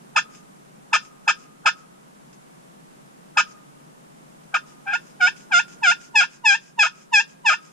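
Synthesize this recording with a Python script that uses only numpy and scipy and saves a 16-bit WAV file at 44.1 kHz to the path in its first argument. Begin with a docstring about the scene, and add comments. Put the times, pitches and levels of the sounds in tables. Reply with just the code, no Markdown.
"""Inside a fabric blind in the woods, a hunter plays a slate turkey call: six sharp clucks, then nine yelps.
Stick-slip friction drives the call: pulses of the striker, clean or raspy, ring the modes of slate and pot.
Between strokes the light striker whispers as filtered noise. Decaying noise tails give the blind a short
ring, the woods a faint long one and the trees one blurred echo; a slowly swelling hush lies under it all."""
import sys
import numpy as np
from scipy import signal
from scipy.fft import rfft, irfft
from scipy.io import wavfile
from scipy.ndimage import uniform_filter1d, minimum_filter1d

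SR = 44100
rng = np.random.default_rng(int(sys.argv[2]) if len(sys.argv) > 2 else 0)


def bounce(signal):
    """Save signal as a 16-bit WAV file at the path given by the first command-line argument."""
    frames = np.transpose(np.atleast_2d(signal))
    limited = np.clip(frames, -1, 1)
    pcm = np.round(limited * 32767).astype(np.int16)
    wavfile.write(sys.argv[1], SR, pcm)


N = 340452

LEAD_S, TAIL_S = .025, .02  # margins computed before the catch and after the end of a stroke


def gain_of(db):
    """Level to amplitude: 20 dB is a factor of ten."""
    return 10 ** (np.asarray(db) / 20)


def evened(x):
    """Normalization of signal power: scales to rms 1."""
    return x / np.sqrt(np.mean(x ** 2) + 1e-20)


def read(points, hz):
    """Linear interpolation of (f/Hz, value) points on a logarithmic frequency axis."""
    f, value = np.transpose(points)
    return np.interp(np.log(hz + 1), np.log(f + 1), value)


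def blend(a, b, share):
    """Linear interpolation from a to b as share goes from 0 to 1."""
    return a + (b - a) * share


def add(mix, s, sound):
    """Superposition: adds a sound to the mix from time s on."""
    part = mix[:, round(s * SR):][:, :sound.shape[-1]]
    part += sound[..., :part.shape[1]]


def wander(size, hz):
    """Low-passed noise: random motion of about rms 1, weak above hz."""
    f = np.fft.rfftfreq(SR, 1 / SR)
    spectrum = rfft(rng.standard_normal(SR)) / (1 + (f / hz) ** 4)
    return evened(irfft(spectrum))[:size]


def hush():
    """Partly coherent filtered noise: distant air in the trees over the hiss of the microphones."""
    # spectrum of the hush: f/Hz, relative level/dB
    colour = [(20, -20), (60, -22.5), (106, -32.5), (140, -1), (200, -1), (300, -6.5), (500, -8.5),
              (1000, -10), (2000, -20.5), (4500, -28.5), (7000, -26), (10000, -27.5), (13000, -36.5),
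              (15000, -38)]
    # left-right likeness: f/Hz, correlation (-1 to 1)
    likeness = [(30, 0.88), (100, 0.78), (160, 0.35), (260, -0.24), (500, -0.68), (1000, -0.81),
                (3000, -0.099), (12000, -0.083)]
    # slow rise and fall of the hush: t/s, level change/dB
    swell = [(0, 0.5), (1.7, -1.5), (2.4, 0), (4, 0), (5.8, 1), (6.5, -4.5), (7.1, -3), (7.7, -2.5)]
    level_db = -48.5
    hz = np.fft.rfftfreq(N, 1 / SR)
    a, b = rfft(rng.standard_normal((2, N)))
    alike = np.clip(read(likeness, hz), -1, 1)
    pair = np.array([a, alike * a + np.sqrt(1 - alike ** 2) * b])
    air = irfft(pair * gain_of(read(colour, hz)), N)
    swell_db = np.interp(np.arange(N) / SR, *np.transpose(swell))
    return gain_of(level_db + swell_db) * evened(air)


def reverberate(x, t60, colour, delay, build):
    """Diffuse reverberation: reflections build up after a delay and decay exponentially band by band."""
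    size = 2 * SR
    hz, t, z = signal.stft(rng.standard_normal((2, size)), SR, nperseg=512)
    decay = gain_of(-60 * t / read(t60, hz)[:, None])
    tail = signal.istft(z * decay, SR)[1][:, :size]
    tail *= np.clip((np.arange(size) / SR - delay) / build, 0, 1)
    tail /= np.linalg.norm(tail[0])
    tail = irfft(rfft(tail) * gain_of(read(colour, np.fft.rfftfreq(size, 1 / SR))))
    return signal.fftconvolve(x, tail, axes=1)[:, :N]


def striker_whisper(length, db):
    """Light friction noise: the unloaded tip whispers over the slate's grain."""
    # spectrum of the whisper: f/Hz, relative level/dB
    colour = [(600, -36), (1500, -2), (2000, -7.5), (2500, -1.5), (4200, -16), (5200, -1), (5700, -8.5),
              (6700, -5), (8200, -12.5), (12000, -32.5)]
    size = round(length * SR)
    noise = rfft(rng.standard_normal((2, SR)))
    hiss = irfft(noise * gain_of(read(colour, np.fft.rfftfreq(SR, 1 / SR))))
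    flutter_db = 2.5 * wander(size, 90)
    return gain_of(db + flutter_db) * evened(hiss)[:, :size] * signal.windows.tukey(size, .8)


def pot_response(size=4096):
    """Modal resonance from a minimum-phase core, with unequal level and phase at left and right microphone."""
    # modes of slate, pot and striker: f/Hz, least width scale/Hz, level/dB, left-right level/dB, left lead/rad
    modes = np.array([(720, 400, -16.5, -4, .5), (1052, 250, -3, -2, 1.64), (1165, 87, -6, 3, -3),
                      (1265, 190, -2, 3.5, 1.32), (1408, 99, -5.5, 0.5, -2), (1438, 100, -1, -7, -1.43),
                      (1609, 26, -0.5, 2.5, 2.08), (1759, 84, -4, 0, 1), (2094, 37, -15.5, -4, 0.4),
                      (2335, 190, -7, 2, 0.33), (2567, 310, -2.5, 1.5, 0.67), (2776, 69, -15, 2.5, 0),
                      (3158, 470, -15.5, 2, 1.2), (3554, 150, -16.5, 3, 1.34), (4030, 110, -34.5, 0.5, 0.9),
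                      (5110, 313, -14.5, 2, -0.9), (5640, 83, -25, 5, 0.9), (6345, 180, -22.5, -1, 1.5),
                      (7066, 100, -23.5, -0.5, 0), (7520, 160, -32, -14.5, 2.5), (8080, 670, -35, -3, 1),
                      (9060, 740, -36.5, -4, 2)])
    # broad response between the modes: f/Hz, level/dB
    between = [(200, -81.5), (450, -46), (620, -27.5), (1100, -27), (1950, -41.5), (3000, -24.5),
               (4500, -29.5), (7000, -31.5), (10000, -58.5), (12000, -62.5), (15000, -70.5)]
    # dips where neighbouring modes cancel: f/Hz, width scale/Hz, depth/dB
    notches = [(1185, 26, -8), (1880, 78, -4), (2815, 80, -4.5)]
    hz = np.fft.rfftfreq(size, 1 / SR)
    widths = np.maximum(modes[:, 1], modes[:, 0] / 26)
    peaks = sum(gain_of(db) ** 2 / (1 + 2 * ((hz - f) / width) ** 2) ** 3
                for f, width, db in zip(modes[:, 0], widths, modes[:, 2]))
    log_gain = np.log(peaks + gain_of(read(between, hz)) ** 2) / 2
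    notch_db = sum(db * np.exp(-((hz - f) / width) ** 2) for f, width, db in notches)
    log_gain += np.log(gain_of(notch_db))
    # minimum phase follows from the Hilbert transform of the log gain
    phase = -signal.hilbert(np.r_[log_gain, log_gain[-2:0:-1]]).imag[:len(hz)]
    # each mode radiates in its own pattern, so the two microphones get it unequally
    side = gain_of(read(modes[:, [0, 3]], hz) / 2) * np.exp(.5j * read(modes[:, [0, 4]], hz))
    both = np.exp(log_gain + 1j * phase) * np.array([side, 1 / side])
    return np.fft.fftshift(irfft(both), axes=1)


def locked(hz):
    """Frequency locking: strong modes capture the slip rate, hold it, then let it jump away."""
    # slip rates whose octave sits on a strong mode: f/Hz, reach/Hz
    locks = [(622, 55), (720, 19.9)]
    for centre, reach in locks:
        hz = hz - (hz - centre) * np.exp(-((hz - centre) / reach) ** 4)
    return hz


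def upturn(hz, lift):
    """Friction eases with pressure: the slip rate swings up and levels off at its free value."""
    free_hz = 924.3
    return blend(hz, free_hz, np.sin(np.pi / 2 * lift) ** 2)


def press(drive, level_db, pot):
    """Forced vibration: rings the pot, the hand pressing as hard as each moment's loudness needs."""
    lead = pot.shape[1] // 2
    drive = drive * gain_of(level_db)
    heard = signal.fftconvolve(drive, pot.mean(0))[lead:][:len(drive)]
    wanted, got = (uniform_filter1d(v ** 2, size=260) + 1e-10 for v in (gain_of(level_db), heard))
    drive = drive * uniform_filter1d(np.sqrt(wanted / got), size=160)
    return signal.fftconvolve(drive[None], pot, axes=1)[:, lead:]


def stroke(t, hz, low_db, high_db, rasp, bite, pot, waver=.0035, waver_hz=200, lurch=0.02, jitter=0.069,
           jitter_hz=450, shimmer=0.16, grit_db=-7, clean_grit_db=-22, pivot_hz=2300, soft_start_db=-6,
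           settle=0.0048):
    """Stick-slip oscillation: a smooth fundamental, and overtones that rasp breaks into a grind."""
    hz, rasp, size = locked(hz), np.clip(rasp, 0, 1), len(t)
    # the slips start rounded and sharpen within a few cycles
    bite = bite + soft_start_db * np.exp(-np.maximum(t, 0) / settle)
    turns = np.cumsum(hz * (1 + (waver + lurch * rasp) * wander(size, waver_hz))) / SR
    # with rasp each slip comes a little early or late, which smears the high overtones most
    stray = jitter * rasp * wander(size, jitter_hz)
    slips = np.zeros(size)
    for k in range(2, 22):
        octaves = np.log2(np.minimum(k * hz, 6000) / pivot_hz)
        slips += gain_of(bite * octaves) * np.cos(2 * np.pi * (k * turns + (k - 3 / 2) * stray))
    slips *= (1 + shimmer * rasp * wander(size, 300)) / np.pi
    # the slate's grain hisses after every slip, brighter as the tip bites
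    after_slip = 0.53 + np.exp(-(turns % 1) / 0.34)
    grain = evened(after_slip * rng.standard_normal(SR)[:size])
    dull = signal.sosfilt(signal.butter(2, [1600, 3200], "band", fs=SR, output="sos"), grain)
    keen = signal.sosfilt(signal.butter(3, 3200, "high", fs=SR, output="sos"), grain)
    keen = gain_of(.9 * bite) * keen
    grit = gain_of(grit_db) * rasp * (dull + keen) + gain_of(clean_grit_db) * keen
    return press(np.cos(2 * np.pi * turns), low_db, pot) + press(slips + grit, high_db, pot)


def phases(length, break_s, snap_s, lift_s):
    """Change of friction regime: time from the catch, shares 0-1 of the break and the easing of the hand."""
    t = np.arange(-LEAD_S, length + TAIL_S, 1 / SR)
    broken = (1 + np.tanh((t - break_s) / (2 * snap_s))) / 2
    lift = np.clip(1 + (t - length) / lift_s, 0, 1) ** 1.6
    return t, broken, lift


def envelopes(t, length, hz, lift, rasp, attack_s, touch_db_per_s):
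    """Onset and decay of friction: levels in dB of fundamental and overtones through touch, catch and release."""
    # strength of the fundamental at each slip rate: f/Hz, level/dB
    fundamental = [(590, -37.5), (645, -36.5), (710, -30.5), (780, -27.5), (830, -31.5), (870, -21.5),
                   (930, -17.5), (1000, -21)]
    catch_db, fundamental_catch_db = -27, -7.5  # at the instant the tip catches
    release_db_per_s, fundamental_release_db_per_s = 1700, 3001
    grind_db, lift_db = -4.5, -14  # what full rasp and full easing take from the fundamental
    touch_db, after = touch_db_per_s * np.minimum(t, 0), np.maximum(t - length, 0)
    catching = np.clip(1 - t / attack_s, 0, 1) ** 2
    low_db = (read(fundamental, hz) + fundamental_catch_db * catching - fundamental_release_db_per_s * after
              + blend(grind_db * rasp, lift_db, lift ** 2))
    high_db = catch_db * catching - release_db_per_s * after
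    return low_db + touch_db, high_db + touch_db


def cluck(pot, length, db, fundamental_db, first_hz, low_hz, low_rasp, bite):
    """Abrupt stick-slip transient: a jab whose pitch breaks at once into a grind and springs back up."""
    first_rasp, lift_db, jab_db, lift_bite_db = 0.18, -7, 4, -6  # bite in dB per octave
    t, broken, lift = phases(length, break_s=.008, snap_s=.0015, lift_s=.022)
    hz = upturn(blend(first_hz, low_hz, broken), lift)
    rasp = blend(first_rasp, low_rasp, broken * (1 - lift ** 2 / 2))
    low_db, high_db = envelopes(t, length, hz, lift, rasp, attack_s=0.0033, touch_db_per_s=4201)
    low_db = low_db + fundamental_db + jab_db * (1 - broken)
    high_db = high_db + db + lift_db * lift
    return stroke(t, hz, low_db, high_db, rasp, bite + lift_bite_db * lift, pot)


def yelp(pot, length, attack_s, break_s, high_hz, glide, low_hz, high_note_db, low_note_db, low_rasp, low_bite):
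    """Pressure-dependent stick-slip: a pull glides high, breaks to a low note and turns up as the hand eases."""
    # a high note at full pressure is clean and bright; each dB softer makes it scratchier and duller
    full_db, high_rasp, high_bite, rasp_per_db, bite_per_db = -12, 0.037, 1.0, 0.05, 0.79
    entry_sharp_hz, entry_s = 84.63, 0.0071  # a yelp starts sharp and settles as the tip digs in
    lift_rasp, lift_db, lift_bite_db = .3, -5, -6  # bite in dB per octave
    fundamental_follows = 0.21  # share of the level below full that the fundamental follows
    t, broken, lift = phases(length, break_s, snap_s=0.0021, lift_s=.03)
    held, softer_db = np.maximum(t, 0), full_db - high_note_db
    high_note = high_hz + glide * held + entry_sharp_hz * np.exp(-held / entry_s)
    hz = upturn(blend(high_note, low_hz, broken), lift)
    db = blend(high_note_db, low_note_db, broken)
    rasp = blend(high_rasp + rasp_per_db * softer_db, low_rasp, broken) + lift_rasp * lift
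    bite = blend(high_bite - bite_per_db * softer_db, low_bite, broken) + lift_bite_db * lift ** 2
    low_db, high_db = envelopes(t, length, hz, lift, rasp, attack_s, touch_db_per_s=2200)
    low_db = low_db + fundamental_follows * (db - full_db)
    high_db = high_db + db + lift_db * lift
    return stroke(t, hz, low_db, high_db, rasp, bite, pot)


def scene():
    """Superposition of direct sound, reverberation and background: the call, its echoes and the hush."""
    # clucks, short jabs: start t/s, length/s, relative level/dB, fundamental change/dB,
    # first f/Hz, lowest f/Hz, rasp (0-1), bite/(dB per octave)
    clucks = [(0.160, 0.034, -13, 0, 882, 641.6, 0.77, 2), (0.9294, 0.04, -13.5, 0.5, 887, 628, 0.96, 2),
              (1.2768, 0.034, -12.5, 2.5, 868, 628, 0.88, 2), (1.6573, 0.036, -12.5, 2, 870, 633, 1, 1.5),
              (3.3706, .039, -12, 2, 873, 628.4, 1, 1.5), (4.5406, 0.031, -16.5, -2.5, 797, 598, 0.66, -1)]
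    # yelps, longer pulls: start t/s, length/s, attack/s, break after/s, high note f/Hz, its glide/(Hz per s),
    # low note f/Hz, high note relative level/dB, low note relative level/dB, rasp (0-1), bite/(dB per octave)
    yelps = [(4.861, 0.1, 0.019, 0.072, 749.4, 1498.5, 676, -28, -18.5, 0.25, -1.5),
             (5.202, 0.085, 0.012, 0.021, 741, -1200, 736.6, -19, -14.5, 0.26, -2),
             (5.514, 0.09, 0.011, .021, 793, -1400, 699.2, -19.5, -14.5, 0.17, -1),
             (5.828, 0.098, 0.011, .040, 841.4, -2200, 698.5, -16.5, -14.5, 0.19, -0.5),
             (6.151, 0.092, .011, 0.055, 856, -800, 725, -12.5, -17.5, 1, -1),
             (6.447, 0.11, 0.019, 0.059, 873, -1100, 791, -12.5, -17, 0.42, -0.5),
             (6.787, 0.086, 0.011, .045, 851.4, -750, 668, -13, -17, 1, 0),
             (7.128, 0.083, 0.017, 0.043, 874, -1300, 806.4, -12, -15, 0.07, 0),
             (7.453, 0.091, 0.018, 0.046, 894, -2400, 642, -14, -17, 0.72, -1)]
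    # light striker noises, mostly slides back, with one faint touch and one short tick:
    # middle t/s, length/s, relative level/dB
    whispers = [(0.351, 0.14, -54), (1.042, 0.1, -53), (1.253, 0.04, -62), (1.408, 0.14, -57),
                (1.789, 0.091, -58), (2.334, 0.021, -54), (3.498, 0.079, -54.5), (4.438, .012, -61),
                (4.694, 0.1, -55.5), (5.07, 0.19, -59.5), (5.39, 0.13, -53), (5.713, 0.11, -50.5),
                (6.028, 0.15, -51), (6.33, 0.12, -53), (6.645, 0.18, -57), (6.979, 0.2, -57),
                (7.301, .1, -57), (7.655, 0.17, -58)]
    # decay times in the blind and the woods: f/Hz, T60/s
    blind_t60 = [(600, 0.16), (1300, 0.095), (2500, 0.11), (5000, 0.13), (10000, 0.024)]
    woods_t60 = [(600, .6), (1100, 1.7), (1260, 1), (1390, .8), (2200, 0.33), (6000, .5), (12000, 0.44)]
    # colour of the reflections from blind, woods and tree line: f/Hz, relative level/dB
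    blind_colour = [(800, -30), (1400, -12.5), (2500, -18), (3400, -7.5), (4300, -7), (5100, -9.5),
                    (6200, -0.5), (8000, -3.5)]
    woods_colour = [(600, -36), (1000, -9.5), (1210, 1.5), (1310, -1), (1430, -5.5), (1800, -10),
                    (2500, -12), (5000, -9), (10000, -36.5)]
    tree_colour = [(600, -28.5), (1050, -23), (1250, -4), (1500, -7.5), (1900, -23), (2500, -11.5),
                   (5000, -20), (10000, -40)]
    call, pot = np.zeros((2, N)), pot_response()
    for s, *row in clucks:
        add(call, s - LEAD_S, cluck(pot, *row))
    for s, *row in yelps:
        add(call, s - LEAD_S, yelp(pot, *row))
    for s, length, db in whispers:
        add(call, s - length / 2, striker_whisper(length, db))
    # fabric walls let the low notes out and throw the treble back
    blind = reverberate(call, blind_t60, blind_colour, delay=0.0039, build=.002)
    woods = reverberate(call, woods_t60, woods_colour, delay=.02, build=.03)
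    # a line of trees sends one blurred echo back
    tree_t60 = [(600, 0.33), (1300, .45), (8000, 0.68)]  # f/Hz, T60/s
    trees = reverberate(call, tree_t60, tree_colour, delay=0.11, build=0.0089)
    return gain_of(-0.9) * call + blind + gain_of(-33) * woods + gain_of(-32.5) * trees + hush()


def record(dry):
    """Peak limiting and band limiting: a quick limiter holds the sharpest peaks, then a low-pass filter."""
    ceiling, edge_hz = .72, 15100
    allowed = np.minimum(ceiling / (abs(dry).max(0) + 1e-9), 1)
    held = dry * uniform_filter1d(minimum_filter1d(allowed, size=200), size=200)
    low_pass = signal.firwin(511, edge_hz, window=("kaiser", 9), fs=SR)
    return signal.oaconvolve(held, low_pass[None], "same")


dry = scene()
out = record(dry)
bounce(out)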